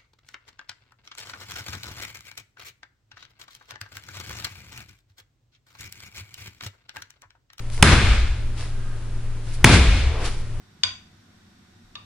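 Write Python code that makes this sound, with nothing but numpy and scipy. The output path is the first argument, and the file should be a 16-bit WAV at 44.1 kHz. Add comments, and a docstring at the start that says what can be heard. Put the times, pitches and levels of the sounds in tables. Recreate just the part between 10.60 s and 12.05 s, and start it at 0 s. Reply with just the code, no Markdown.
"""Baking tray on a stone counter

A round metal tray with dough in it knocks twice on a kitchen counter, the second time softly.
Each knock is a quick chatter of contacts and a short, dough-damped ring that the small hard room
carries on. The tray's weight thuds underneath, over a low room rumble and faint hiss."""
import sys
import numpy as np
from scipy import signal
from scipy.fft import rfft, irfft
from scipy.io import wavfile

SR = 44100
rng = np.random.default_rng(int(sys.argv[2]) if len(sys.argv) > 2 else 0)


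def unload_audio(sound):
    """Save the sound as a 16-bit wav file, at the path given as the first command line argument."""
    columns = np.transpose(np.atleast_2d(sound))
    # keep every value between -1 and 1, then stretch to whole-number steps
    steps = np.round(np.clip(columns, -1, 1) * 32767)
    wavfile.write(sys.argv[1], SR, steps.astype(np.int16))


N = 63945


def amp(db):
    """Decibels to gain."""
    return 10 ** (np.asarray(db) / 20)


def unit_rms(x):
    """Scales to rms 1."""
    return x / np.sqrt(np.mean(x ** 2) + 1e-20)


def curve_at(points, hz):
    """Interpolates (freq_hz, value) rows on a log-frequency axis."""
    freq_hz, value = np.transpose(points)
    return np.interp(np.log(hz + 1), np.log(freq_hz + 1), value)


def add(mix, start_s, sound):
    """Adds a sound into the stereo mix."""
    part = mix[:, max(round(start_s * SR), 0):][:, :sound.shape[-1]]
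    part += sound[..., :part.shape[1]]


def minimum_phase(spectrum_db, taps=2048):
    """Unit-energy impulse response with a sharp front."""
    log_gain = np.log(amp(np.r_[spectrum_db, spectrum_db[-2:0:-1]]))
    response = np.fft.ifft(np.exp(np.conj(signal.hilbert(log_gain)))).real[:taps]
    return response / np.linalg.norm(response)


def tray_knocks():
    """The rim meets the counter; returns the cracks and the rings."""
    # start_s, ring_db, rim_place (0-1), crack_db, tilt_db_per_octave
    knocks = [(0.2344, -16.5, 0.03, -21.5, 0.5), (1.3540, -35, 1, -41, -2)]
    crack_lead_s = .0008
    cracks, rings = np.zeros((2, 2, N))
    for start_s, ring_db, rim_place, crack_db, tilt_db_per_octave in knocks:
        add(cracks, start_s - crack_lead_s, amp(crack_db) * contact_crack(tilt_db_per_octave))
        add(rings, start_s, amp(ring_db) * tray_ring(rim_place))
    return cracks, rings


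def contact_crack(tilt_db_per_octave):
    """Metal chatters on stone: three tiny noise bursts a millisecond or two apart."""
    # delay_s, gain_db
    contacts = [(0, -2.5), (.001, 4), (.0029, 1)]
    # freq_hz, gain_db
    spectrum = [(150, -18.5), (450, -24.5), (800, -22.5), (1800, -12.5), (2400, 0), (3500, 4.5),
                (4200, -11.5), (6300, -5), (8000, -22.5), (10500, -33.5), (14500, -67.5)]
    decay_s = .0018
    t = np.arange(1024) / SR
    bursts = np.zeros((2, 2 * len(t)))
    for delay_s, gain_db in contacts:
        add(bursts, delay_s, amp(gain_db) * np.exp(-t / decay_s) * rng.choice([-1., 1.], (2, len(t))))
    hz = np.fft.rfftfreq(4096, 1 / SR)
    colour = minimum_phase(curve_at(spectrum, hz) + tilt_db_per_octave * np.log2(hz + 20))
    return 2 * signal.fftconvolve(bursts, colour[None], axes=1)


def tray_ring(rim_place):
    """Dough-damped modes swell during the chatter and die fast; the place struck sets their mix."""
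    # pitch_hz, t60_s, place0_db, place1_db
    modes = [(1034, 0.054, -15.5, -14.5), (1173, .04, -19.5, -1.5), (1499, 0.042, -7.5, -26),
             (1802, 0.031, -37, -6), (2153, 0.021, -15.5, -13.5), (2278, 0.028, -5.5, -9),
             (2431, 0.016, -4, -8), (2740, 0.025, -9, -5), (2860, 0.016, -20, -3), (3290, 0.06, -4, -23),
             (3527, 0.082, 0, -6.5), (3684, 0.05, 5, 6.5), (4340, 0.041, -11, -6), (4719, 0.034, 10.5, -1),
             (5360, 0.049, -17, -16), (6056, 0.027, 1.5, -14), (6330, 0.015, -12, -28),
             (7070, .04, -13, -42), (7530, 0.054, -12.5, -39), (8230, 0.033, -21, -40),
             (9160, 0.056, -27.5, -40)]
    rise_s, left_delay_s = .002, .0001
    t = np.arange(SR // 4) / SR
    stereo_t = t - np.array([[left_delay_s], [0]])
    ring = np.zeros_like(stereo_t)
    for pitch_hz, t60_s, place0_db, place1_db in modes:
        struck_db = place0_db + rim_place * (place1_db - place0_db)
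        ring += amp(struck_db - 60 * t / t60_s) * np.sin(2 * np.pi * pitch_hz * stereo_t)
    return ring * np.sin(np.pi / 2 * np.minimum(t / rise_s, 1)) ** 2


def weight_thuds():
    """Low swings of the loaded tray and counter, alike in both channels."""
    # start_s, pitch_hz, level_db, rise_s, t60_s
    swings = [(0.192, 155, -44, .004, 0.11), (.236, 96.4, -33.5, 0.028, 0.29),
              (.240, 62.3, -50, 0.045, 0.85), (0.237, 262.5, -50, .015, 0.35),
              (1.228, 32.3, -51.5, 0.019, 0.81), (1.23, 87, -50, 0.0071, .15),
              (1.357, 103.3, -45, 0.052, 0.84)]
    t = np.arange(SR) / SR
    thuds = np.zeros((2, N))
    for start_s, pitch_hz, level_db, rise_s, t60_s in swings:
        envelope = np.minimum(t / rise_s, 1) * amp(level_db - 60 * t / t60_s)
        add(thuds, start_s, envelope * np.sin(2 * np.pi * pitch_hz * t))
    return thuds


def kitchen_reverb(direct):
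    """Dense reflections off hard walls, each band dying at its own rate."""
    # freq_hz, t60_s
    decay_times = [(200, .45), (1000, 0.32), (2500, 0.39), (4800, 0.33), (8000, 0.42), (14000, 0.15)]
    # freq_hz, gain_db
    band_gains = [(200, 2), (650, 8.5), (1100, 5), (1600, 0), (2500, -1.5), (3500, -7.5), (4800, -5.5),
                  (7000, -7.5), (12000, -4)]
    gap_s, build_s = .0017, .0027
    hz, t, noise = signal.stft(rng.choice([-1., 1.], (2, SR)), SR, nperseg=256)
    t60_s = curve_at(decay_times, hz)[:, None]
    envelope = amp(curve_at(band_gains, hz)[:, None] - 60 * t / t60_s)
    energy_norm = np.sqrt(2 * np.log(1000) / (t60_s * SR))
    tail = signal.istft(noise * envelope * energy_norm, SR, nperseg=256)[1]
    onset = np.clip((np.arange(tail.shape[1]) / SR - gap_s) / build_s, 0, 1)
    return signal.fftconvolve(direct, tail * onset, axes=1)[:, :N]


def rumble_and_hiss():
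    """Low room rumble, common to both channels, and a wide, faint hiss with a few soft resonances."""
    # freq_hz, gain_db; filters the hiss with a notch near 11.5 kHz
    spectrum = [(12, -7), (30, -11.5), (55, -11), (97, 2.5), (130, -6.5), (215, 0.5), (275, -9.5),
                (350, -9.5), (410, -18), (520, -20), (1000, -18.5), (1800, -17.5), (2800, -24.5),
                (5000, -26.5), (7700, -29), (9500, -33.5), (11500, -48), (13500, -32.5), (14500, -70)]
    # centre_hz, width_hz, lift_db
    resonances = [(734, 17, 10), (1457, 100, 4.5), (3700, 790, 7), (4570, 270, 4.5), (5600, 390, 7.5)]
    # freq_hz, left_right_coherence
    stereo_coherence = [(60, 0.97), (130, 1), (290, 0.9), (630, 0), (1400, 0.29), (3000, 0)]
    # freq_hz, right_over_left_db
    balance = [(200, -0.5), (350, 4.5), (720, -5), (1100, 1.5), (6000, 0), (13000, 6)]
    rms_db = -55
    hz = np.fft.rfftfreq(N, 1 / SR)
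    left, independent = rfft(rng.standard_normal((2, N)))
    coherence = curve_at(stereo_coherence, hz)
    right = coherence * left + np.sqrt(1 - coherence ** 2) * independent
    shape_db = curve_at(spectrum, hz)
    for centre_hz, width_hz, lift_db in resonances:
        shape_db += lift_db / (1 + (2 * (hz - centre_hz) / width_hz) ** 2)
    pan_db = np.array([[-.5], [.5]]) * curve_at(balance, hz)
    noise = irfft(np.array([left, right]) * amp(shape_db + pan_db), N)
    return amp(rms_db) * unit_rms(noise)


def scene():
    """Knocks and their reverberation over thuds, rumble and hiss."""
    crack_send_db = -2  # the crack excites the room less than the broad sheet's ring
    cracks, rings = tray_knocks()
    reverb = kitchen_reverb(rings + amp(crack_send_db) * cracks)
    return cracks + rings + reverb + weight_thuds() + rumble_and_hiss()


def record(dry):
    """Soft overload at full scale, then a steep low-pass."""
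    cutoff_hz = 14600
    limited = dry / (1 + dry ** 4) ** .25
    lowpass = signal.firwin(511, cutoff_hz, window=("kaiser", 9), fs=SR)
    return signal.oaconvolve(limited, lowpass[None], "same")


dry = scene()
out = record(dry)
unload_audio(out)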